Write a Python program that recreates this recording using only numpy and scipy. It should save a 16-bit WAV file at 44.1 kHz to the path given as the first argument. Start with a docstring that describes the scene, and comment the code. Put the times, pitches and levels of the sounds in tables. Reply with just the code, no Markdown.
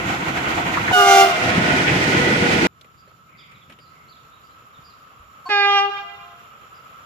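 """Railway by night and by day

At night a freight train rushes up to a platform, sounds one two-tone horn blast and rolls past rattling.
The scene then turns abruptly to the quiet track by day: birds twitter, ballast crunches softly, and a
distant locomotive gives one short single-tone blast that echoes along the standing wagons.
Rolling, air and contacts are filtered noise; horns are sums of harmonics; birds are gliding sine tones.
"""
import sys
import numpy as np
from scipy import signal
from scipy.fft import rfft, irfft, next_fast_len
from scipy.io import wavfile
from scipy.ndimage import uniform_filter1d, map_coordinates

SR = 44100
rng = np.random.default_rng(int(sys.argv[2]) if len(sys.argv) > 2 else 0)


def write(x):
    x = np.atleast_2d(x).T
    wavfile.write(sys.argv[1], SR, np.round(np.clip(x, -1, 1) * 32767).astype(np.int16))

N = 310905
TIME = np.arange(N) / SR
SIZE = next_fast_len(N + SR)
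HZ = np.maximum(np.fft.rfftfreq(SIZE, 1 / SR), 1)
CHANGE_S = 2.67   # night ends, day begins
CUTOFF_HZ = 15450   # upper limit of the whole sound

# Correlation of the two ears' noise, train and open air: f/Hz, correlation (-1 to 1)
TRAIN_LIKENESS = [(130, 0.98), (290, 0.94), (640, 0.33), (1410, -0.48), (3100, 0.18), (7000, -0.1)]
AIR_LIKENESS = [(60, .55), (130, 0.77), (640, 0.64), (1410, -0.37), (3100, 0.26), (15000, -0.22)]
# Left-right balance of all coloured noise: f/Hz, left minus right/dB
BALANCE_DB = [(300, 0), (1200, -1.5), (2200, -3), (4200, -6.5), (8000, -7.5), (12000, 5.5)]

# Spectral density of the daytime air: f/Hz, relative level per Hz/dB
AIR = [(35, -16.5), (70, 1), (135, 0), (260, -7), (420, -10.5), (900, -12.5), (1250, 1), (1750, -14),
       (2800, -13.5), (4500, -26), (6300, -31.5), (8500, -47), (10500, -35), (12200, -23.5), (15000, -35)]
# Narrow bands raised in it: f/Hz, width/Hz, gain/dB
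AIR_RING = [(1311, 67, 9), (5640, 120, 11), (7094, 490, 21), (9480, 150, 18)]
# Daytime air grows as the far locomotive nears; low, middle, high part:
# first level/dB, growth approached in the long run/dB
AIR_BANDS = [(-60.5, 2), (-59, 12.5), (-70.5, 9)]
AIR_GROWTH_S = 2.9   # time constant
# Soft narrow whirrs and hums by day: start t/s, end t/s, f/Hz, width/Hz, level/dB
WHIRRS = [(3.27, 3.65, 2250, 400, -54), (3.92, 4.1, 2120, 190, -58), (2.66, 4.355, 148, 49, -59.5),
          (4.5, 6.3, 1190, 160, -54.5)]

# Bird notes: t/s, length/s, mid-note f/Hz, glide/octaves, relative level/dB
BIRD = [(2.965, .06, 4780, 0, -61), (3.06, .05, 4280, .14, -67), (3.367, .064, 4850, 0.027, -55.5),
        (3.379, 0.047, 3440, -0.33, -50.5), (3.418, 0.053, 3400, -0.5, -55),
        (3.541, .045, 3700, -0.36, -58), (3.61, .03, 3450, -0.21, -54.5), (3.79, 0.065, 4760, -.1, -57),
        (3.85, .045, 4200, -0.19, -63), (4.078, .043, 4450, 0.14, -55.5), (4.116, .03, 3900, -.42, -53),
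        (4.16, 0.027, 3550, .33, -57), (4.308, .073, 3810, 0.14, -60), (4.43, .06, 4760, 0, -64),
        (4.487, 0.061, 4100, 0.24, -66), (4.732, .056, 3610, -.29, -58.5), (4.834, 0.067, 4820, -.08, -53),
        (4.891, .05, 4130, -.3, -59.5), (6.732, .063, 4950, -0.012, -61)]
BIRD_ARCH_OCTAVES = 0.087   # both ends of a note lie below its middle

# Ballast shifts: t/s, grit level/dB, grit centre f/Hz, grit 60 dB decay/s, thud level/dB
CRUNCHES = [(2.811, -38, 3240, .033, -57), (2.844, -47, 2000, .06, -50.5), (3.075, -55, 2000, .06, -50),
            (3.112, -56, 1500, .03, -52), (3.515, -45, 2180, .07, -60), (3.697, -42, 2230, 0.1, -47),
            (3.722, -41.5, 2580, 0.055, -52), (3.787, -45, 2380, .07, -51), (3.954, -48, 2000, .025, -60),
            (5.075, -45, 1290, .025, -60)]
THUD_HZ, THUD_DECAY_S = 485, 0.077   # the bed of stones under each crunch
SPLINTER_HZ, SPLINTER_DB = 9000, -18   # bright edge, relative to the grit
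# Soft low bumps: t/s, level/dB, centre f/Hz, 60 dB decay/s
BUMPS = [(3.69, -50, 260, 0.29), (4.79, -46, 110, 0.095), (5.2, -44, 58, .2)]

# Near high, near low and distant trumpet: start t/s, valve open/s, settled f/Hz, sag/(Hz/s), level/dB,
# swell/(dB/s), attack/s, release/(dB/s), release/s, rasp (0 to 1)
TRUMPETS = [(.93, 0.28, 400.5, 37, -14.5, 18.5, .042, 190, .12, .15),
            (.92, 0.306, 717.5, 50, -12.5, -1, .011, 115, .11, 0.62),
            (5.485, 0.296, 403.8, 4.97, -16, 7, .02, 101, 0.132, 0.99)]
# Every trumpet starts sharp (as a fraction of pitch) and settles, and dulls as its level falls
OVERSHOOT, SETTLE_S, DULLING_DB_PER_OCTAVE_PER_DB = .052, .036, 0.54
# As the valve shuts the diaphragm rasps: briefly flatter (fraction of pitch) and brighter, at full rasp
RASP_LAG_S, RASP_WIDTH_S, RASP_FLAT, RASP_DB_PER_OCTAVE = .012, .024, .012, 2.8
# Radiation of the horn bells: f/Hz, relative level/dB, left minus right/dB, left lead/rad
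HIGH_BELL = [(394.4, -7.5, 2, 0.52), (790, -1, -1.5, 0.5), (1130, -9, 2.5, 1.4), (1640, -16.5, -7, 1.8),
             (1980, -21, -1.5, 1.7), (2400, -17, -6, 1), (3206, -16, -3, 2), (4300, -29, -12, 0.75),
             (6000, -19.5, -12, 1.7), (9080, -40, -10, 1.2), (15000, -45, -5, 2)]
LOW_BELL = [(710, -0.5, 0, 0.56), (1414, -5, -4, 1.86), (2130, -9, -1, 0.69), (2800, -11, -3.5, 2),
            (3590, -20, -1, 0.33), (5000, -22.5, -12, 0.67), (6400, -27.5, -12.5, 1), (9000, -46, 5, 1.7),
            (15000, -44.5, -3.5, 1)]
DAY_BELL = [(408, -11, 1, .2), (796, 2, 0, 1.23), (1210, -1, 2, 1.05), (1600, -9, -7, 0.4),
            (2020, -9.5, -18, 1.8), (2300, -8, -6, 0.72), (2820, -8, -1, 1.6), (3140, -12, -6.5, 2.2),
            (3850, -17, 0.5, 4), (4120, -26.5, -5, 2.2), (5800, -28, -7.5, 2.4), (7500, -46, -1, 1.5),
            (9500, -67, -5.5, 1), (12000, -92.5, -2.5, 1)]
# Extra colour while a bell speaks up, gone once it settles: f/Hz, gain/dB
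HIGH_ONSET = [(400, -1), (800, -8.5), (1200, 5), (1600, -2), (2400, -7), (6000, -6)]
LOW_ONSET = [(730, 0.5), (1450, 7), (2170, -14.5), (2900, 10), (3600, 0.5), (6000, -3.5)]
DAY_ONSET = [(400, 3), (810, -1), (1220, -3), (1630, 10.5), (2030, 5.5), (2450, 6), (2850, -2), (3300, 0.5),
             (3700, 6), (4500, 11.5), (5700, -2)]

# The distant diaphragm squeaks before it speaks: f/Hz, level/dB
SQUEAK = [(738, -40), (1066, -30.5), (1534, -49), (4441, -44.5)]
# First gust through the distant bell: t/s, level/dB, centre f/Hz, 60 dB decay/s
LOW_PUFF = [(5.485, -39, 320, 0.088)]
# Echoes off wagons, trees and buildings: delay/s, mean level before flutter/dB, left minus right/dB
DAY_ECHOES = [(.075, -19, 7), (.19, -21, -4), (.29, -27.5, -8), (.44, -33.5, 2)]
# Faint tones that linger after the blast: f/Hz, mean peak amplitude/dB
LINGER = [(697, -50), (1044, -48.5), (1396, -53.5)]

# Spectral density of rolling noise, far and near: f/Hz, relative level per Hz/dB
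FAR_ROLL = [(21, -52.5), (35, -26.5), (70, -5.5), (142, -1), (314, -5), (549, -7.5), (727, -6.5),
            (1450, -6.5), (1690, -5), (2230, -7.5), (5050, -26), (7030, -26.5), (9310, -38), (12000, -33.5),
            (15500, -46)]
NEAR_ROLL = [(21, -55), (35, -31.5), (65, -15), (154, -4.5), (437, -7), (484, -3.5), (536, -10), (785, -6),
             (1120, -10.5), (1450, -10), (1640, -10.5), (1970, -5.5), (3810, -16.5), (6350, -23),
             (15500, -44.5)]
# Resonances and hollows of wheels and track, far and near: f/Hz, width/Hz, gain/dB
FAR_RING = [(327.3, 27, 6.5), (442, 60, -5), (582, 64, -7.5), (720, 130, 2), (1150, 61, -4),
            (1430, 200, 3.5), (1702, 140, -9.5), (6840, 600, 2)]
NEAR_RING = [(506, 17, 3.5), (624, 90, 2), (1150, 110, -4), (1267, 26, 6.5), (1458, 71, 10),
             (1714, 170, -1.5), (1870, 400, 3), (2430, 200, 2.5)]
# Rumble, wheel roar, rail hiss: level when the train fills the whole angle/dB,
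# share of the angle loss, dip under the horn/dB
ROLL_BANDS = [(-20.5, 1.19, 13), (-21, 0.96, 5), (-32.5, 1.25, 1)]
# The train is a long line of wheels whose front draws level with the platform
LEVEL_AT_S, SPEED_M_PER_S, TRACK_DISTANCE_M = 1.316, 17, 10.3
# The dip sets in with the horn's level and lets go slowly
DIP_FROM_DB, DIP_KNEE_DB, DIP_RELEASE_S = -25.5, 9, 0.12
# Wheels and couplings knock: t/s, level/dB, centre f/Hz, 60 dB decay/s
KNOCKS = [(.366, -23.5, 1880, .18), (.574, -18, 750, 0.2), (.737, -16, 2030, 0.094),
          (.768, -12.5, 1190, 0.094), (.876, -15.5, 1820, .16), (.88, -20, 230, 0.19),
          (.908, -13.5, 756, 0.075), (1.455, -16, 150, 0.091), (1.578, -10, 178, 0.097),
          (1.87, -15.5, 2030, 0.33), (1.91, -14, 170, 0.16), (2.42, -17, 199, .15), (2.27, -17, 370, 0.18),
          (2.61, -17, 317, 0.29)]
# Passing wheels sing briefly: start t/s, end t/s, f/Hz, width/Hz, level/dB
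WHEEL_SONGS = [(1.593, 1.88, 1468, 48, -25), (2.13, 2.61, 479, 9, -27.5), (2.08, 2.34, 2000, 27, -28.5),
               (2.15, 2.4, 1960, 40, -27)]

# The near horn's rearward sound returns lower in pitch: delay/s, level before band-pass/dB
REAR_ECHOES = [(.06, -16.5), (.3, -18), (.52, -18)]
REAR_PITCH = .904   # frequency ratio
# The near horn's level dips briefly in mid-blast
FADE_S, FADE_WIDTH_S, FADE_DB = 1.057, 0.026, 3.5


def from_db(db):
    """Level: 20 dB is a factor of ten in amplitude."""
    return 10 ** (np.asarray(db) / 20)


def rms_one(x):
    """Normalisation: a signal divided by its rms has unit rms."""
    return x / np.sqrt(np.mean(x ** 2) + 1e-20)


def at_hz(points, hz):
    """Logarithmic frequency scale: each column is interpolated over log f."""
    known, *columns = np.transpose(points)
    return [np.interp(np.log(hz), np.log(known), c) for c in columns]


def panned(db):
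    """Interaural level difference: half is added on the left and half taken on the right."""
    return from_db(np.array([[.5], [-.5]]) * db)


def drift(rate):
    """Band-limited fluctuation: a smooth curve through random knots, with unit rms."""
    knots = rng.standard_normal(4096)
    return rms_one(map_coordinates(knots, [TIME * 2 * rate], order=2, mode="wrap"))


def band(x, low_hz, high_hz):
    """Band-pass filtering by a Butterworth design."""
    sos = signal.butter(2, [low_hz, min(high_hz, .45 * SR)], "band", fs=SR, output="sos")
    return signal.sosfilt(sos, x)


def swell(start_s, end_s):
    """Envelope: the root of a half sine gives a rounded rise and fall."""
    progress = np.clip((TIME - start_s) / (end_s - start_s), 0, 1)
    return np.sqrt(np.abs(np.sin(np.pi * progress)))


def coloured(spectrum, rings, likeness):
    """Spectral shaping and interaural correlation: mixed mid and side noise, weighted over frequency."""
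    db = at_hz(spectrum, HZ)[0]
    db = db + sum(gain_db * np.exp(-2 * ((HZ - hz) / width) ** 2) for hz, width, gain_db in rings)
    alike = np.clip(at_hz(likeness, HZ)[0], -1, 1)
    mid, side = rfft(rng.standard_normal((2, SIZE)))
    ears = np.sqrt(1 + alike) * mid + np.sqrt(1 - alike) * side * [[1], [-1]]
    return ears * from_db(db) * panned(at_hz(BALANCE_DB, HZ)[0])


def played(noise, levels_db, flutter_db, flutter_rate):
    """Amplitude modulation: three bands follow their levels and flutter partly together."""
    out, together = 0, drift(flutter_rate)
    edges = [15, 400, 3500, CUTOFF_HZ]
    for low, high, db in zip(edges, edges[1:], levels_db):
        part = irfft(noise * ((HZ >= low) & (HZ < high)), SIZE)[:, :N]
        unit = part / part.mean(axis=0).std()
        flutter = flutter_db * (together + drift(2 * flutter_rate))
        out = out + unit * from_db(db + flutter)
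    return out


def narrow_swells(rows, apart_hz):
    """Narrow-band noise: bands rise and fall, alike in both ears at low pitch."""
    out = 0
    for start_s, end_s, hz, width_hz, db in rows:
        mid, side = band(rng.standard_normal((2, N)), hz - width_hz / 2, hz + width_hz / 2)
        ears = mid + min(hz / apart_hz, 1) * side * [[1], [-1]]
        out = out + rms_one(ears) * from_db(db) * swell(start_s, end_s)
    return out


def bursts(rows, spread, rise_s, apart_hz):
    """Damped resonance: contact noise decays exponentially, alike in both ears at low pitch."""
    out = np.zeros((2, N))
    for s, db, hz, t60 in rows:
        start = int(s * SR)
        t = TIME[:min(SR // 2, N - start)]
        noise = band(rng.standard_normal((2, SR)), hz / (1 + spread), hz * (1 + spread))
        mid, side = noise[:, -len(t):]   # the filter has settled by then
        ears = rms_one(mid + min(hz / apart_hz, 1) * side * [[1], [-1]])
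        out[:, start:start + len(t)] += ears * from_db(db - 60 * t / t60) * (1 - np.exp(-t / rise_s))
    return out


def scatter(x, t60, build_s, low_hz, dull_hz):
    """Diffuse reverberation: countless small outdoor reflections build up and die away."""
    t = TIME[:2 * SR]
    response = band(rng.standard_normal((2, len(t))), low_hz, dull_hz)
    response = response * from_db(-60 * t / t60) * (1 - np.exp(-t / build_s))
    response *= np.sqrt(2 * dull_hz / SR / np.sum(response ** 2, axis=1, keepdims=True))
    return signal.fftconvolve(x, response, axes=1)[:, :N]


def escaping_air(tone, low_hz, high_hz):
    """Turbulence at the bell: noise follows the short-term rms of the tone."""
    pressure = np.sqrt(np.abs(uniform_filter1d(np.mean(tone ** 2, axis=0), size=200)))
    return pressure * rms_one(band(rng.standard_normal((2, N)), low_hz, high_hz))


def blast(row):
    """Transient excitation: one pull of the valve sets times, pitch, loudness and spectral tilt."""
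    start_s, open_s, hz, sag, db, swell_db, attack_s, release_db, release_s, raspiness = row
    on = (TIME > start_s) & (TIME < start_s + open_s + release_s)
    t = TIME[on] - start_s
    fall_db = release_db * np.maximum(t - open_s, 0)
    rasp = raspiness * np.exp(-((t - open_s - RASP_LAG_S) / RASP_WIDTH_S) ** 2)
    gate = (1 - np.exp(-(t / attack_s) ** 2)) * np.clip((open_s + release_s - t) / 0.016, 0, 1)
    pitch = hz * (1 + OVERSHOOT * np.exp(-t / SETTLE_S) - RASP_FLAT * rasp) - sag * t
    loudness = gate * from_db(db + swell_db * np.minimum(t, open_s) - fall_db)
    tilt_db_per_octave = RASP_DB_PER_OCTAVE * rasp - DULLING_DB_PER_OCTAVE_PER_DB * fall_db
    return on, pitch, loudness, tilt_db_per_octave


def trumpet(row, bell, onset, settled_s, jitter, shimmer_db):
    """Harmonic series: a diaphragm chops the air; pitch sags and tone dulls as the pressure drops."""
    on, pitch, loudness, tilt = blast(row)
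    phase = 2 * np.pi * np.cumsum(pitch * (1 + jitter * drift(160)[on])) / SR
    speaking_up = np.clip((settled_s - TIME[on]) / 0.064, 0, 1)
    middle_hz, tone, power = np.median(pitch), 0, 0
    for k in range(1, int(bell[-1][0] / middle_hz) + 1):
        level_db, pan_db, lead = at_hz(bell, k * middle_hz)
        level_db = level_db + speaking_up * at_hz(onset, k * middle_hz)[0] + tilt * np.log2(k)
        # shifting ground reflections make the short waves shimmer, differently in each ear
        knots = rng.standard_normal((2, 12))
        places = np.linspace(0, 11, len(pitch))
        shimmer = np.array([np.interp(places, np.arange(12), ear) for ear in knots])
        gain = from_db(level_db + shimmer_db * np.log(k) * shimmer) * rms_one(panned(pan_db))
        ear_phase = np.array([[.5], [-.5]]) * lead + rng.uniform(0, np.pi)
        tone = tone + gain * np.sin(k * phase + ear_phase)
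        power = power + np.mean(gain ** 2, axis=0) / 2
    out = np.zeros((2, N))
    out[:, on] = tone / np.sqrt(power) * loudness
    return out


def day_air():
    """Ambient noise: open air and the far murmur of the locomotive grow slowly."""
    grown = 1 - np.exp(-np.maximum(TIME - CHANGE_S, 0) / AIR_GROWTH_S)
    levels_db = [db + growth_db * grown for db, growth_db in AIR_BANDS]
    return played(coloured(AIR, AIR_RING, AIR_LIKENESS), levels_db, flutter_db=0.7, flutter_rate=7)


def birds():
    """Frequency modulation: quick arched whistles warble, doubled and blurred by the trees."""
    song, quaver = np.zeros(N), drift(150)
    for s, length, middle_hz, glide, db in BIRD:
        u = np.linspace(0, 1, int(length * SR))
        note = slice(int(s * SR), int(s * SR) + len(u))
        hz = middle_hz * 2 ** (glide * (u - .5) - BIRD_ARCH_OCTAVES * (2 * u - 1) ** 2)
        warble = .04 * np.sin(2 * np.pi * rng.uniform(200, 350) * u * length)
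        hz = hz * (1 + warble + .009 * quaver[note])
        song[note] += from_db(db) * np.sin(np.pi * u) * np.sin(2 * np.pi * np.cumsum(hz) / SR)
    doubled = song + from_db(-8) * np.roll(song, int(.024 * SR))
    song = doubled * panned(-5)
    blurred = scatter(song, t60=.7, build_s=.015, low_hz=1500, dull_hz=7000)
    return from_db(1.5) * song + from_db(-2.5) * blurred


def ballast():
    """Impact noise: each crunch is grit with a bright edge over a dull thud; low bumps are added."""
    contacts = list(BUMPS)
    for s, db, hz, t60, thud_db in CRUNCHES:
        grit = (s, db, hz, t60)
        splinter = (s, db + SPLINTER_DB, SPLINTER_HZ, t60)
        thud = (s, thud_db, THUD_HZ, THUD_DECAY_S)
        contacts += [grit, splinter, thud]
    return bursts(contacts, spread=0.39, rise_s=0.0013, apart_hz=2523)


def day_horn():
    """Direct and reflected sound: one far trumpet squeaks, puffs, blasts and echoes."""
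    tone = trumpet(TRUMPETS[2], DAY_BELL, DAY_ONSET, settled_s=5.70, jitter=.0018, shimmer_db=1.3)
    tone = tone + from_db(-34) * escaping_air(tone, 700, 3200)
    squeak = sum(from_db(db) * np.sqrt(2) * np.sin(2 * np.pi * hz * TIME + 0.25 * drift(120))
                 for hz, db in SQUEAK)
    tone = tone + swell(5.456, 5.487) * squeak
    # air leaks past the diaphragm, then puffs it open
    leak, puff = (5.457, -50, 3500, 0.27), (5.49, -28, 985, 0.13)
    tone = tone + band(bursts([leak, puff], spread=1.6, rise_s=0.002, apart_hz=1500), 120, 7000)
    tone = tone + bursts(LOW_PUFF, spread=.4, rise_s=.002, apart_hz=2000)
    dull = band(tone, 300, 4200)
    echoes = sum(np.pad(dull, ((0, 0), (int(s * SR), 0)))[:, :N] * from_db(db) * panned(pan_db)
                 for s, db, pan_db in DAY_ECHOES)
    echoes = echoes + from_db(-11.5) * scatter(tone, t60=1.2, build_s=.04, low_hz=950, dull_hz=4800)
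    # moving air makes the long paths flutter
    echoes = echoes * from_db(2.5 * np.array([drift(20), drift(20)]))
    linger = sum(from_db(db + 3.5 * drift(6)) * np.sin(2 * np.pi * hz * TIME + .8 * drift(14))
                 for hz, db in LINGER)
    return tone + echoes + swell(5.55, 6.55) ** 2 * linger


def dip_under(horn):
    """Envelope following: 0 to 1, rises at once when the horn is loud and recovers slowly."""
    horn_power = np.abs(uniform_filter1d(np.mean(horn ** 2, axis=0), size=600))
    excess = (10 * np.log10(horn_power + 1e-12) - DIP_FROM_DB) / DIP_KNEE_DB
    recovery = TIME / DIP_RELEASE_S
    return np.clip(np.maximum.accumulate(excess + recovery) - recovery, 0, 1)


def wagons(dip):
    """Line source: rolling noise grows with the angle the train fills; wheels and couplings knock."""
    filled = .5 + np.arctan(SPEED_M_PER_S * (TIME - LEVEL_AT_S) / TRACK_DISTANCE_M) / np.pi
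    angle_db = 10 * np.log10(filled)
    levels_db = [db + share * angle_db - dip_db * dip for db, share, dip_db in ROLL_BANDS]
    far_noise = coloured(FAR_ROLL, FAR_RING, TRAIN_LIKENESS)
    near_noise = coloured(NEAR_ROLL, NEAR_RING, TRAIN_LIKENESS)
    far_roll = played(far_noise, levels_db, flutter_db=1.19, flutter_rate=12)
    near_roll = played(near_noise, levels_db, flutter_db=0.75, flutter_rate=14)
    near = np.clip((TIME - 1.0) / .5, 0, 1)   # colour changes as the train draws level
    rolling = np.sqrt(1 - near) * far_roll + np.sqrt(near) * near_roll
    return rolling + bursts(KNOCKS, spread=0.23, rise_s=0.0027, apart_hz=1300)


def night_horn():
    """Superposition and Doppler shift: two rough trumpets sound together, with air and rear echoes."""
    high = trumpet(TRUMPETS[0], HIGH_BELL, HIGH_ONSET, settled_s=1.09, jitter=.009, shimmer_db=1.0)
    low = trumpet(TRUMPETS[1], LOW_BELL, LOW_ONSET, settled_s=1.07, jitter=.0065, shimmer_db=1.2)
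    tone = (high + low) * from_db(-FADE_DB * np.exp(-((TIME - FADE_S) / FADE_WIDTH_S) ** 2))
    air = from_db(-18.5) * escaping_air(tone, 1900, 6800)
    air = air + from_db(-24.0) * escaping_air(tone, 5000, 16000)
    # the locomotive runs away from whatever stands behind it, so those echoes are stretched and dull
    start_s, rear = TRUMPETS[1][0], 0
    for delay_s, db in REAR_ECHOES:
        heard_s = start_s + (TIME - start_s - delay_s) * REAR_PITCH
        rear = rear + from_db(db) * np.array([np.interp(heard_s, TIME, ear) for ear in tone])
    scattered = from_db(-7.5) * scatter(tone, t60=1.2, build_s=0.028, low_hz=1000, dull_hz=4500)
    return tone + air + band(rear, 450, 2600) + scattered


def scene():
    """Superposition of sources: the night pass, then the track by day."""
    day = day_air() + narrow_swells(WHIRRS, apart_hz=1000) + birds() + ballast() + day_horn()
    horn = night_horn()
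    night = wagons(dip_under(horn)) + narrow_swells(WHEEL_SONGS, apart_hz=1300) + horn
    return np.where(TIME < CHANGE_S, night, day)


def record(dry):
    """Peak clipping and low-pass filtering: the highest peaks are held in, the top is cut."""
    held = np.clip(dry, -.9, .9)
    return signal.sosfilt(signal.ellip(12, .1, 90, CUTOFF_HZ, fs=SR, output="sos"), held)


dry = scene()
out = record(dry)
write(out)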